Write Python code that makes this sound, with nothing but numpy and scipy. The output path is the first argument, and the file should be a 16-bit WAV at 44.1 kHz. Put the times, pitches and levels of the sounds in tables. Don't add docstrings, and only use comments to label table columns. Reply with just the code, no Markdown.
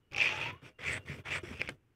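import sys
import numpy as np
from scipy import signal
from scipy.fft import rfft, irfft
from scipy.io import wavfile
from scipy.ndimage import uniform_filter1d

SR = 44100
rng = np.random.default_rng(int(sys.argv[2]) if len(sys.argv) > 2 else 0)


def unload_audio(sound):
    columns = np.transpose(np.atleast_2d(sound))
    steps = np.round(np.clip(columns, -1, 1) * 32767)
    wavfile.write(sys.argv[1], SR, steps.astype(np.int16))


N = 85995
T = np.arange(N) / SR

# f/Hz, gain/dB
ROOM_TONE_COLOUR = [(25,-2.5),(60,-3.5),(100,5),(190,-8.5),(380,-6.5),(630,-19.5),(1500,-20.5),(2800,-24),(4000,-34.5),(15500,-41)]
# delay/s, gain/dB
REFLECTIONS = [(.0079,-24),(0.0139,-22.5)]
# f/Hz, gain/dB
LINGER_MODES = [(90,-10),(512,-5),(625,-1),(1981,-9),(2412,-9.5)]
# t/s, f/Hz, level/dB
THIN_RING_PATH = [(0,2930,-86.5),(.55,2907,-72),(.75,2783,-82),(1.02,2778,-69),(1.23,2830,-79),(1.41,2891,-67),(1.76,2850,-97)]
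RISING_TONE_PATH = [(0.124,805,-68),(.17,812,-46),(.225,818,-53),(0.259,835,-76),(0.313,855,-48.5),(0.379,868,-53.5),(0.461,935,-49),(.55,1050,-59),(.605,1170,-77)]
ZING_PATHS = [
    [(.178,5800,-46),(.226,5230,-73),(.3,5800,-58),(.37,5630,-58)],
    [(.85,7000,-66),(.885,7170,-54),(.91,8400,-58.5),(.932,7900,-48),(.98,8360,-61),(.995,8150,-83)],
    [(1.305,6900,-65),(1.335,7460,-57.5),(1.36,8250,-55),(1.39,8000,-57.5),(1.402,8100,-94)],
]
# t/s, level/dB, length/s
JERKS = [(0.113,-57,0.0035),(0.1202,-44.5,0.0031),(0.133,-41.5,0.0028),(0.1374,-40.5,0.0019),(0.144,-51,0.0022),(0.161,-33.5,0.0084),(0.1734,-40,0.0019),(0.511,-55,0.0011)]
# t/s, level/dB, f/Hz, t60/s
LEDGE_BUMPS = [(1.096,-30,139,0.074),(1.156,-41,119.5,0.15),(1.433,-29.5,346,0.049),(1.511,-28.5,228,0.034),(1.698,-36.5,297,.04)]
# t/s, level/dB, tick gain/dB
WALL_TAPS = [(1.6153,-24,-5),(1.689,-20,-15),(1.6923,-30.5,6.5),(1.6946,-25,-13)]
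# f/Hz, gain/dB, t60/s
TAP_KNOCK_MODES = [(268,-19.5,0.042),(474,-12.5,0.022),(1594,-18.5,0.045),(1920,-7,0.0081),(2155,-4.5,0.0087),(3010,-12.5,0.014)]
TAP_TICK_MODES = [(4520,-10.5,0.0039),(5100,-6,0.0017),(7200,-14,0.005),(9100,-11,0.0041),(10900,-19,0.0042)]
# t/s, level/dB, blade pitch/Hz
CHIP_CATCHES = [(0.1467,-28.5,2624),(0.1816,-22,2560),(0.2125,-23.5,2550),(0.2154,-20,2550),(0.22,-20,2510),(0.223,-25.5,2540),(.2302,-26.5,2330),(0.2393,-25.5,2450),(0.2457,-23.5,2500),(0.2577,-21.5,2460),(.2618,-26.5,2600),(0.291,-33.5,2620),(0.429,-30,2550),(.882,-26.5,2360),(0.9407,-30.5,2080),(1.6059,-31.5,2440),(1.6106,-28.5,2560),(1.6156,-19.5,2378),(1.6761,-33,2425)]
# ratio to blade pitch, gain/dB, t60/s
SNAP_MODES = [(.23,-15,0.016),(.93,-5,0.026),(1,7,0.0094),(1.33,-6,0.0022),(2.1,-9,0.0068)]
# f/Hz, gain/dB
BITE_COLOUR = [(100,4),(500,0),(1000,-45.5),(1900,-21),(2300,10),(2750,13.5),(3300,-5),(4000,-10),(4700,-5),(5900,-11.5),(6800,-16.5),(8200,-23),(10000,-29),(15000,-37)]
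BLADE_COLOUR = [(500,-60),(1300,-17.5),(1800,1),(2200,-1),(2700,0),(3050,-4.5),(3450,-2),(4000,-11.5),(4500,-5.5),(5200,-10.5),(6000,-6),(6800,-11.5),(9000,-31.5),(15000,-20)]
RASP_COLOUR = [(100,-18),(250,-2.5),(520,3),(750,-1.5),(1100,1.5),(1450,4),(1900,0.5),(2700,-3.5),(3400,-1),(4000,-16),(5300,-23.5),(7000,-26),(10000,-39.5),(15000,-48.5)]
HISS_COLOUR = [(2500,-25.5),(4200,-2.5),(5500,4),(6800,-5.5),(8100,0),(8900,-4.5),(10000,-9.5),(12000,-14),(14000,-46.5),(15500,-15)]
RUMBLE_COLOUR = [(20,-42.5),(40,-32.5),(60,-7),(86,1),(104,-0.5),(140,0.5),(185,-11),(240,-9.5),(330,-9),(540,-13),(720,-27),(1500,-47)]
# t/s, blade ring/dB, blade pitch/Hz, rasp/dB, hiss/dB, rumble/dB
PRESS_STROKE = [(.112,-80,2580,-68,-108,-53),(.128,-69.5,2620,-56.5,-102,-50),(.1779,-57,2550,-53.5,-94.5,-63.5)]
PUSH_STROKES = [
    [(.178,-38.5,2630,-46,-56.5,-49.5),(.204,-30,2670,-47.5,-64,-48.5),(.229,-28,2450,-44.5,-48.5,-50.5),(.312,-35,2590,-43,-64.5,-54),(.355,-45.5,2480,-44.5,-59,-53),(.44,-36.5,2660,-46.5,-59,-47),(.503,-42,2404,-47,-72,-47.5),(.516,-53,2380,-51.5,-89,-57),(.529,-59.5,2340,-65,-101,-46.5),(.615,-78,2230,-72,-102,-76)],
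    [(.789,-53.5,1990,-55.5,-69,-55.5),(.85,-43.5,2350,-46,-58,-50),(.88,-33.5,2270,-48.5,-55.5,-45),(.93,-37,2060,-46,-53,-48),(.97,-39.5,1883,-47,-86,-46),(.983,-46,2040,-48,-72,-48.5),(.996,-91,2030,-62.5,-90,-51.5),(1.045,-84,2300,-75,-75,-59.5)],
    [(1.237,-95,2090,-74,-99,-74),(1.258,-43.5,2110,-48.5,-61.5,-56),(1.3,-43,2400,-49,-59,-51),(1.322,-35,2500,-44.5,-55,-44.5),(1.355,-33.5,2080,-46.5,-51.5,-45.5),(1.383,-43.5,2080,-44,-61,-48),(1.404,-60,2100,-64,-84,-53),(1.425,-73,2120,-64,-68,-56)],
]
DRAG_STROKES = [
    [(.617,-76,2200,-67,-82,-75),(.626,-67,2310,-63,-80,-50),(.658,-51,2570,-60.5,-67.5,-51),(.694,-62.5,2410,-62,-71.5,-56),(.735,-80.5,2230,-87.5,-102,-69)],
    [(1.05,-74,2210,-68,-82,-51),(1.06,-53.5,2070,-60,-72,-51.5),(1.078,-53,2017,-59,-67,-51),(1.088,-42,1990,-59,-65,-45.5),(1.13,-44.5,2250,-53.5,-62.5,-43.5),(1.175,-60,2400,-62,-69,-46.5),(1.202,-53,2340,-59.5,-73,-44),(1.233,-102,2304,-78,-105,-64)],
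    [(1.427,-76,2265,-77,-76,-55),(1.438,-56.5,2200,-54.5,-66,-50),(1.492,-51,2020,-56.5,-64.5,-47),(1.535,-50.5,2520,-55.5,-65.5,-45),(1.578,-52,2510,-63,-69,-54),(1.594,-52,2516,-54,-73,-58)],
]
SLIDE_STROKE = [(1.595,-41.5,2700,-64,-77,-39),(1.63,-52,2495,-52,-66.5,-51),(1.68,-47,2470,-65.5,-77,-50),(1.705,-66,2146,-54,-69,-45.5),(1.755,-90,2090,-81.5,-91,-58),(1.78,-83,2093,-92,-100,-76)]

GRAINS_PER_S, GRAIN_SPREAD_DB, POWDER_GAIN = 4000, 3.5, 0.54
JUDDER_HZ, JUDDER_DB = 127, 1.41


def amp(db):
    return 10 ** (np.asarray(db) / 20)


def unit(x):
    return x / np.sqrt(np.mean(x ** 2) + 1e-20)


def add(mix, s, sound):
    part = mix[round(s * SR):][:len(sound)]
    part += sound[:len(part)]


def colour(x, points):
    f, db = np.transpose(points)
    hz = abs(np.fft.fftfreq(4096, 1 / SR))
    log_gain = np.log(amp(np.interp(np.log(hz + 1), np.log(f), db)))
    response = np.fft.ifft(np.exp(np.conj(signal.hilbert(log_gain)))).real
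    return unit(signal.fftconvolve(x, response)[:len(x)])


def resonate(x, hz, width_hz):
    turn = np.exp(2j * np.pi * np.cumsum(hz) / SR)
    pole = np.exp(-np.pi * width_hz / SR)
    return unit((turn * signal.lfilter([1 - pole], [1, -pole], x / turn)).real)


def wobble(rate_hz):
    slow = np.fft.rfftfreq(N, 1 / SR) < rate_hz
    return unit(irfft(rfft(rng.standard_normal(N)) * slow, N))


def ring(modes, rise_s):
    t = T[:SR // 5]
    onset = 1 - np.exp(-(t / rise_s) ** 2)
    return onset * sum(amp(db) * 1000 ** (-t / t60) * np.sin(2 * np.pi * hz * t) for hz, db, t60 in modes)


def grit():
    size = amp(GRAIN_SPREAD_DB * np.minimum(rng.exponential(1, N), 4)) * rng.choice([-1, 1], N)
    breaks = rng.random(N) < GRAINS_PER_S / SR
    return unit(unit(size * breaks) + POWDER_GAIN * rng.standard_normal(N))


def glide(path, width_hz):
    s, hz, db = np.transpose(path)
    pitch = np.interp(T, s, hz)
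    level = amp(np.interp(T, s, db, left=-np.inf, right=-np.inf))
    return level * resonate(resonate(grit(), pitch, width_hz), pitch, width_hz)


def room_tone(level_db=-71.5):
    return amp(level_db) * colour(rng.standard_normal(N), ROOM_TONE_COLOUR)


def room(x, tail_db=-23, t60_s=0.026):
    t = T[:SR // 3]
    tail = rng.standard_normal(len(t)) * amp(-60 * t / t60_s) * (t > .003)
    response = amp(tail_db) * tail / np.linalg.norm(tail)
    for s, db in REFLECTIONS:
        add(response, s, amp(db) * np.hanning(5) / 2)
    return signal.fftconvolve(x, response)[:N]


def thin_ring():
    return glide(THIN_RING_PATH, width_hz=85)


def linger(x, t60_s=.22):
    t = T[:SR // 2]
    fade = amp(-60 * t / t60_s)
    modes = sum(amp(db) * np.cos(2 * np.pi * hz * t) for hz, db in LINGER_MODES)
    return signal.fftconvolve(x, 2 * modes * fade / fade.sum())[:N]


def rising_tones(jitter=.018, rough_db=4.5, rough_hz=70, upper_ratio=1.47, upper_db=-15):
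    s, hz, db = np.transpose(RISING_TONE_PATH)
    pitch = np.interp(T, s, hz) * (1 + jitter * wobble(JUDDER_HZ))
    phase = 2 * np.pi * np.cumsum(pitch) / SR
    level = amp(np.interp(T, s, db, left=-np.inf, right=-np.inf))
    roughness = unit(amp(rough_db * wobble(rough_hz)))
    upper = amp(upper_db) * wobble(rough_hz) * np.sin(upper_ratio * phase)
    return level * roughness * unit(np.sin(phase) + upper)


def zings():
    return sum(glide(path, width_hz=1150) for path in ZING_PATHS)


def bites(rise_s=0.00089, release_s=0.00036):
    slip = np.zeros(N)
    for s, db, length in JERKS:
        onset = np.clip((T - s) / rise_s, 0, 1)
        release = np.exp(-np.maximum(T - s - length, 0) / release_s)
        slip += amp(db) * onset * release
    return slip * colour(rng.standard_normal(N), BITE_COLOUR)


def bumps():
    out = np.zeros(N)
    for s, db, hz, t60 in LEDGE_BUMPS:
        add(out, s, ring([(hz, db, t60)], rise_s=0.0023))
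    return out


def taps():
    out = np.zeros(N)
    knock = ring(TAP_KNOCK_MODES, rise_s=0.00029)
    tick = ring(TAP_TICK_MODES, rise_s=0.00015)
    for s, db, tick_db in WALL_TAPS:
        add(out, s, amp(db) * (knock + amp(tick_db) * tick))
    return out


def catches():
    out = np.zeros(N)
    for s, db, hz in CHIP_CATCHES:
        modes = [(hz * ratio, mode_db, t60) for ratio, mode_db, t60 in SNAP_MODES]
        add(out, s, amp(db) * ring(modes, rise_s=0.00055))
    return out


def gap_echo(x, delay_s=.00055, swing=.16, rate_hz=7, gain=.55):
    delay = delay_s * (1 + swing * wobble(rate_hz))
    return unit(x + gain * np.interp(T - delay, T, x))


def scrape(strokes, blade_trim_db, rasp_trim_db, hiss_trim_db, rumble_trim_db):
    rows = np.concatenate(strokes)
    times = np.sort(rows[:, 0])
    blade_db, pitch, rasp_db, hiss_db, rumble_db = (np.interp(T, times, col) for col in rows.T[1:])
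    in_stroke = sum(1. * (T >= stroke[0][0]) * (T < stroke[-1][0]) for stroke in strokes)
    contact = uniform_filter1d(in_stroke, size=400)
    judder = unit(amp(JUDDER_DB * wobble(JUDDER_HZ)))
    blade = colour(resonate(grit() * judder, pitch, width_hz=414), BLADE_COLOUR)
    rasp = colour(grit() * judder, RASP_COLOUR)
    hiss = colour(gap_echo((grit() + rng.standard_normal(N)) * judder), HISS_COLOUR)
    rumble = colour(grit(), RUMBLE_COLOUR)
    return contact * (amp(blade_db + blade_trim_db) * blade
                      + amp(rasp_db + rasp_trim_db) * rasp
                      + amp(hiss_db + hiss_trim_db) * hiss
                      + amp(rumble_db + rumble_trim_db) * rumble)


def scene():
    pushes = scrape([PRESS_STROKE] + PUSH_STROKES,
                    blade_trim_db=-1.0, rasp_trim_db=1.0, hiss_trim_db=-3.5, rumble_trim_db=-1.5)
    drags = scrape(DRAG_STROKES + [SLIDE_STROKE],
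                   blade_trim_db=-2.5, rasp_trim_db=1.5, hiss_trim_db=0.0, rumble_trim_db=-3.0)
    scraping = pushes + drags
    direct = (scraping + linger(scraping) + bites() + rising_tones() + zings()
              + catches() + taps() + bumps())
    return (direct + room(direct) + thin_ring() + room_tone())[None]


def record(dry):
    lowpass = signal.firwin(511, 15700, window=("kaiser", 9), fs=SR)
    return signal.oaconvolve(dry, lowpass[None], "same")


dry = scene()
out = record(dry)
unload_audio(out)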